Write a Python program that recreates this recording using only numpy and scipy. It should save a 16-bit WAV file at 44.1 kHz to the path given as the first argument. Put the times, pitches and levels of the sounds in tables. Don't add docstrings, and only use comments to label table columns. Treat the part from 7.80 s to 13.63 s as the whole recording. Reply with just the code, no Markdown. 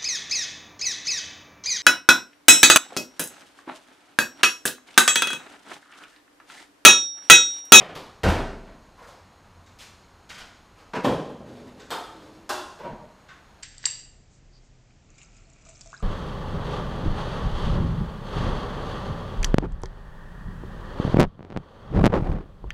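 import sys
import numpy as np
from scipy import signal
from scipy.fft import rfft, irfft
from scipy.io import wavfile
from scipy.ndimage import uniform_filter1d

SR = 44100
rng = np.random.default_rng(int(sys.argv[2]) if len(sys.argv) > 2 else 0)


def unload_wav(signal):
    wavfile.write(
        sys.argv[1],
        SR,
        np.round(np.clip(np.atleast_2d(signal).T, -1, 1) * 32767).astype(np.int16),
    )


N = 256919

# [t/s, level/dB, brightness/dB per octave, fade time of the chatter/s (at least 0.001 is used)]
HINGE_BLOWS = [(0.0, -37, 1, 0.0075), (.088, -43.5, -1, 0.0086)]
DETENT_BLOWS = [(.152, -40, 0, 0.016)]
DOOR_BLOWS = [(.4335, -22, 0, 0.0029), (.441, -26.5, -0.7, 0.0034), (.464, -24, -2.5, 0.0047),
              (.482, -32.5, 3.5, 0.0065), (.502, -34, 2.9, .014), (.582, -33, -1.7, 0.0055),
              (.87, -48, -1.1, 0.021)]
# [t/s, level/dB, brightness/dB per octave, chatter/s]
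GRIT_BLOWS = [(2.497, -47, 0, .001), (2.58, -48.5, 0.3, .002), (2.603, -52, -4.5, 0.00091)]
# [t/s, level/dB,
# brightness/dB per octave, # chatter/s]
TICK_BLOWS = [(1.862, -62.5, 6, .004), (3.997, -53, 4, 0.023), (5.486, -49.5, -2, 0.00091)]
LATCH_BLOWS = [(3.1348, -35.5, 1, 0.00092), (3.152, -33.5, 2, 0.0024), (3.164, -32, -2, .002)]
HOOD_BLOWS = [(3.236, -39, 2.5, 0.0032), (3.2445, -22, 1.1, 0.0022), (3.271, -25.5, -2, 0.013),
              (3.497, -48.5, 1.5, 0.005), (3.603, -45.5, -4, 0.0094)]
NOTCH_BLOWS = [(4.1048, -31, 0.53, 0.00097), (4.6925, -29, 0.0048, 0.0024)]
SETTLE_BLOWS = [(4.99, -42.5, 2, 0.0043), (5.036, -36, -0.4, 0.0085), (5.09, -43, -4, 0.023)]

# [f/Hz, relative level/dB]
HINGE_COLOR = [(70, -18), (155, 3.5), (230, -7), (550, -2), (1100, -7), (1900, -12), (3100, -15),
               (4300, -25.5), (15000, -54.5)]
DETENT_COLOR = [(100, -2.5), (650, -1.5), (1100, 1), (1700, -9), (4300, -10.5), (8800, -26.5),
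                (12000, -25.5), (15000, -34)]
DOOR_COLOR = [(12, -37), (28, 2), (90, -3), (160, -7.5), (400, -7.5), (650, -6.5), (930, -10),
              (1500, -12.5), (2800, -22), (4200, -28.5), (8000, -42), (15000, -55.5)]
HEEL_COLOR = [(200, -33), (400, -7.5), (550, 0), (850, -3), (1300, -5.5), (3000, -24), (9000, -43)]
SOLE_COLOR = [(300, -9.5), (1000, 0.5), (2200, 2), (3300, -0.5), (5000, -2), (7000, -8.5), (11000, -18),
              (15000, -25)]
TICK_COLOR = [(600, -54), (1100, -2.5), (1600, 1.5), (3000, -5.5), (7600, -16.5), (8800, -35), (15000, -40)]
LATCH_COLOR = [(90, -25), (180, -2), (330, -6.5), (620, -7.5), (1300, -9), (2600, -18), (3300, -26.5),
               (6000, -33.5), (15000, -62)]
HOOD_COLOR = [(20, -42), (50, -13), (85, -8.5), (130, -3.5), (240, -1.5), (380, -4), (540, -1),
              (1000, -9.5), (2300, -25.5), (3300, -21.5), (4000, -29.5), (15000, -52)]
SLIDE_COLOR = [(50, -18.5), (130, 1), (260, 1), (380, 0.5), (560, -1.5), (800, -10), (1500, -21.5),
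               (4500, -29), (15000, -51)]
FIRST_NOTCH_COLOR = [(130, -23.5), (420, -5.5), (540, -6.5), (750, -5), (1350, -6.5), (2560, -20),
                     (3400, -16.5), (6000, -26.5), (15000, -35)]
LAST_NOTCH_COLOR = [(120, -31), (350, -7.5), (490, -15), (620, -7), (1500, -7.5), (2170, -23),
                    (3000, -18.5), (4900, -19), (15000, -34.5)]
SETTLE_COLOR = [(90, -12.5), (190, 2), (300, -5), (600, -0.5), (950, -3.5), (1500, -13), (3200, -23.5),
                (4500, -31.5), (10000, -50)]

# [f/Hz, width/Hz, lift/dB]
DOOR_MODES = [(189, 12, 4.5), (392, 6.8, 6.5), (659, 16, 6.5), (810, 16, 4.5), (1540, 14, 4.5),
              (1740, 14, 4.5)]
GRIT_MODES = [(1490, 120, 9.7), (2160, 60, 4.9), (3190, 70, 11.4)]
TICK_MODES = [(1092, 20, 12), (1520, 43, 9.3), (3720, 110, 7.4), (7770, 81, 7.9)]
LATCH_MODES = [(449, 36, 11.3), (972, 15, 11)]
HOOD_MODES = [(181, 5.2, 2.7), (481, 20, 5), (586, 12, 5.6), (809, 27, 5.1), (1055, 22, 6.1)]
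FIRST_NOTCH_MODES = [(715, 14, 9.6), (899, 28, 8), (1280, 82, 7.1), (3236, 30, 12.3), (3610, 73, 7.5),
                     (4270, 40, 8.5), (4950, 76, 6.7), (8000, 160, 6.5)]
LAST_NOTCH_MODES = [(360, 10, 6.6), (610, 14, 7), (822, 20, 7.7), (950, 13, 7.9), (1052, 25, 9.2),
                    (2705, 47, 10.4), (3450, 30, 11.5)]
SETTLE_MODES = [(477, 7.6, 6), (605, 11, 11), (948, 20, 11)]

# [f/Hz, level/dB, time to fall 60 dB/s]
CABIN_MODES = [(30.8, -32, 1.52), (50.4, -34, 0.87), (81.8, -12.5, 0.33), (99, -33, 0.25), (130, -46, 0.16)]
FLEX_MODES = [(33.6, -48, 1.0), (58, -61, .6)]

# [f/Hz, relative level/dB]
AIR_COLOR = [(12, -57), (20, -8), (87, -4.5), (128, -11), (169, -9), (357, -14.5), (398, -16.5),
             (1050, -14), (2100, -23.5), (6720, -34), (15000, -48)]
# [f/Hz, width/Hz, lift/dB]
WHINES = [(4200, 400, 4.5), (6640, 170, 10)]
# [f/Hz, time to fall 60 dB/s]
GARAGE_DECAY = [(40, 0.51), (90, .58), (170, 0.83), (400, 0.74), (1000, 0.67), (2500, 0.64), (5000, 0.68),
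                (8000, 0.65), (14000, 0.42)]
# [f/Hz, level against the middle/dB]
TRACE = [(100, -59), (500, -46), (2000, -29.5), (12000, -21)]

# [t/s, level of the first thud/dB, level of the first grit/dB, brightness of the grit/dB per octave,
# roll from heel to toe/s, fade time of the scuff/s (at least 0.001 is used),
# shift from thud to grit at each contact/dB]
STEPS = [(1.172, -49, -67.5, 3, .1, 0.042, 5.5), (1.988, -70, -51, 2, .034, 0.003, -1),
         (2.492, -62, -48, -1.5, .1, 0.0054, -1.2), (2.973, -61, -64, -0.5, 0.026, 0.0088, -1)]
# [t/s, length/s, rubbing level/dB, its brightness/dB per octave, groan level/dB,
# groan f/Hz]
PUSHES = [(3.647, 0.23, -45, 1, -51, 248), (3.964, 0.038, -47, 1.5, -70, 252),
          (4.25, 0.33, -52.5, 2, -54, 317)]

SEAL_S, FLEX_S = .4645, 5.07
AIR_DB = -54.5
HUM_S, HUM_LENGTH_S, HUM_DB = 1.38, 0.33, -58
HUM_ATTACK_S, HUM_RELEASE_S = 0.056, 0.33
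ROLL_DB = -0.5
HEEL_TILT_DB = 0
PUSH_ATTACK_S, PUSH_RELEASE_S = 0.033, 0.12
PUSH_SURGE_DB = 2.5
EDGE_HZ = 15400


def amp(db):
    return 10 ** (np.asarray(db) / 20)


def unit(x):
    return x / np.sqrt(np.sum(x ** 2) + 1e-20)


def evened(x):
    return unit(x) * np.sqrt(len(x))


def read(points, hz):
    f, value = np.transpose(points)
    return np.interp(np.log(hz + 1), np.log(f + 1), value)


def add(mix, s, sound):
    part = mix[max(round(s * SR), 0):][:len(sound)]
    part += sound[:len(part)]


def noise(db_at):
    spectrum = rfft(rng.standard_normal(N))
    return evened(irfft(spectrum * amp(db_at(np.fft.rfftfreq(N, 1 / SR))), N))


def swell(s, length_s, attack_s, release_s):
    t = np.arange(N) / SR - s
    rise = np.clip(t / attack_s, 0, 1)
    return rise * np.exp(-np.maximum(t - length_s, 0) / release_s)


def click(color, tilt_db, modes=(), size=16384):
    hz = abs(np.fft.fftfreq(size, 1 / SR))
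    db = read(color, hz) + tilt_db * np.log2(np.maximum(hz, 60) / 1000)
    lift = 1
    for at, width, up_db in modes:
        lift = lift + (amp(max(up_db, 0)) ** 2 - 1) / (1 + (2 * (hz - at) / width) ** 2)
    log_gain = np.log(amp(np.maximum(db, db.max() - 100)) * np.sqrt(lift))
    pulse = np.fft.ifft(np.exp(np.conj(signal.hilbert(log_gain)))).real
    return unit(pulse[:size // 2])


def garage(near_db=-14, build_s=.006, near_s=.025, direct_db=-25, early_db=-11, early_s=.022,
           split_hz=2500, size=256, count=14):
    hz, frames, z = signal.stft(rng.standard_normal(SR), SR, nperseg=size)
    t = np.arange(SR) / SR
    decay = amp(-60 * frames / read(GARAGE_DECAY, hz)[:, None])
    tail = signal.istft(z * decay, SR, nperseg=size)[1][:SR]
    tail = tail * (1 + amp(near_db) * np.exp(-t / near_s))
    low = irfft(rfft(tail) / (1 + (np.fft.rfftfreq(SR, 1 / SR) / split_hz) ** 2), SR)
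    path = unit(tail - low * np.exp(-t / build_s))
    when, strength = rng.random(count), rng.standard_normal(count)
    path[((build_s + when * early_s) * SR).astype(int)] += amp(early_db) * unit(strength)
    path[0] += amp(direct_db)
    return path


def blows(rows, color, modes=(), near_db=-12, build_s=.006, chatter_db=0, chatter_per_s=900):
    out, t = np.zeros(N), np.arange(SR) / SR
    for s, db, tilt_db, chatter_s in rows:
        chatter = rng.standard_normal(SR) * (rng.random(SR) < chatter_per_s / SR)
        force = amp(chatter_db) * unit(chatter * np.exp(-t / max(chatter_s, 1e-3)))
        force[0] += 1
        response = signal.fftconvolve(click(color, tilt_db, modes), garage(near_db, build_s))[:SR]
        heard = signal.fftconvolve(force, response)[:SR]
        add(out, s, amp(db) * unit(heard) * np.sqrt(SR / 10))
    return out


def boom(s, modes, push_s):
    out, t = np.zeros(N), np.arange(SR) / SR
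    ring = sum(amp(db - 60 * t / t60) * np.sin(2 * np.pi * hz * t) for hz, db, t60 in modes)
    add(out, s, ring * (1 - np.exp(-t / push_s)))
    return out


def door_hinge():
    knocks = blows(HINGE_BLOWS, HINGE_COLOR, chatter_db=-8.5)
    detent = blows(DETENT_BLOWS, DETENT_COLOR, chatter_db=-14)
    return knocks + detent


def outdoors(hum_hz=86):
    def air_db(f):
        whines = sum(db / (1 + (2 * (f - hz) / width) ** 4) for hz, width, db in WHINES)
        return read(AIR_COLOR, f) + whines

    air = noise(air_db)
    hum = noise(lambda f: -20 * np.log10(1 + ((f - hum_hz) / 4) ** 2))
    hum_gain = amp(HUM_DB) * swell(HUM_S, HUM_LENGTH_S, HUM_ATTACK_S, HUM_RELEASE_S)
    return amp(AIR_DB) * air + hum_gain * hum


def door_slam():
    slam = blows(DOOR_BLOWS, DOOR_COLOR, DOOR_MODES, chatter_db=-5.5)
    return slam + boom(SEAL_S, CABIN_MODES, push_s=0.005)


def steps(count=3):
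    thuds, scuffs = [], []
    for s, thud_db, grit_db, tilt_db, roll_s, scuff_s, shift_db in STEPS:
        for k, at in enumerate(np.linspace(s, s + roll_s, count)):
            thuds.append((at, thud_db + k * (ROLL_DB - shift_db / 2), HEEL_TILT_DB, scuff_s))
            scuffs.append((at, grit_db + k * (ROLL_DB + shift_db), tilt_db, scuff_s))
    cracks = blows(GRIT_BLOWS, SOLE_COLOR, GRIT_MODES, near_db=-2.5, chatter_db=-3)
    heels = blows(thuds, HEEL_COLOR, chatter_db=23)
    soles = blows(scuffs, SOLE_COLOR, chatter_db=-4.0, chatter_per_s=870)
    return cracks + heels + soles


def ticks():
    return blows(TICK_BLOWS, TICK_COLOR, TICK_MODES, chatter_db=-18)


def hood_release():
    latch = blows(LATCH_BLOWS, LATCH_COLOR, LATCH_MODES, near_db=0, build_s=.001, chatter_db=-16)
    panel = blows(HOOD_BLOWS, HOOD_COLOR, HOOD_MODES, build_s=0.00097, chatter_db=-8)
    return latch + panel


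def stay_slide(slips_per_s=250):
    waver = evened(uniform_filter1d(rng.standard_normal(N), size=900))
    surges = amp(PUSH_SURGE_DB * evened(uniform_filter1d(rng.standard_normal(N), size=2400)))
    slips = surges * rng.standard_normal(N) * (rng.random(N) < slips_per_s / SR)
    slips = signal.fftconvolve(slips, garage())[:N]
    sliding = np.zeros(N)
    for s, length_s, rub_db, tilt_db, groan_db, pitch_hz in PUSHES:
        rub = evened(signal.fftconvolve(slips, click(SLIDE_COLOR, tilt_db))[:N])
        groan_hz = pitch_hz * (1 + 0.033 * waver)
        groan = evened(np.sin(2 * np.pi * np.cumsum(groan_hz) / SR))
        push = swell(s, length_s, PUSH_ATTACK_S, PUSH_RELEASE_S)
        sliding += push * (amp(rub_db) * rub + amp(groan_db) * groan)
    return sliding


def stay_notches():
    first = blows(NOTCH_BLOWS[:1], FIRST_NOTCH_COLOR, FIRST_NOTCH_MODES,
                  near_db=-10.5, build_s=0.014, chatter_db=-18.0)
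    last = blows(NOTCH_BLOWS[1:], LAST_NOTCH_COLOR, LAST_NOTCH_MODES, near_db=-16, chatter_db=-29)
    return first + last


def hood_settle():
    knocks = blows(SETTLE_BLOWS, SETTLE_COLOR, SETTLE_MODES, build_s=.012, chatter_db=-4)
    return knocks + boom(FLEX_S, FLEX_MODES, push_s=0.04)


def scene(size=512):
    mid = door_hinge() + outdoors() + door_slam() + steps() + ticks()
    mid = mid + hood_release() + stay_slide() + stay_notches() + hood_settle()
    scrambled = signal.oaconvolve(mid, unit(rng.standard_normal(size)))[:N]
    trace = irfft(rfft(scrambled) * amp(read(TRACE, np.fft.rfftfreq(N, 1 / SR))), N)
    return np.array([mid + trace, mid - trace])


def record(dry):
    low_pass = signal.firwin(511, EDGE_HZ, window=("kaiser", 9), fs=SR)
    return signal.oaconvolve(dry, low_pass[None], "same")


dry = scene()
out = record(dry)
unload_wav(out)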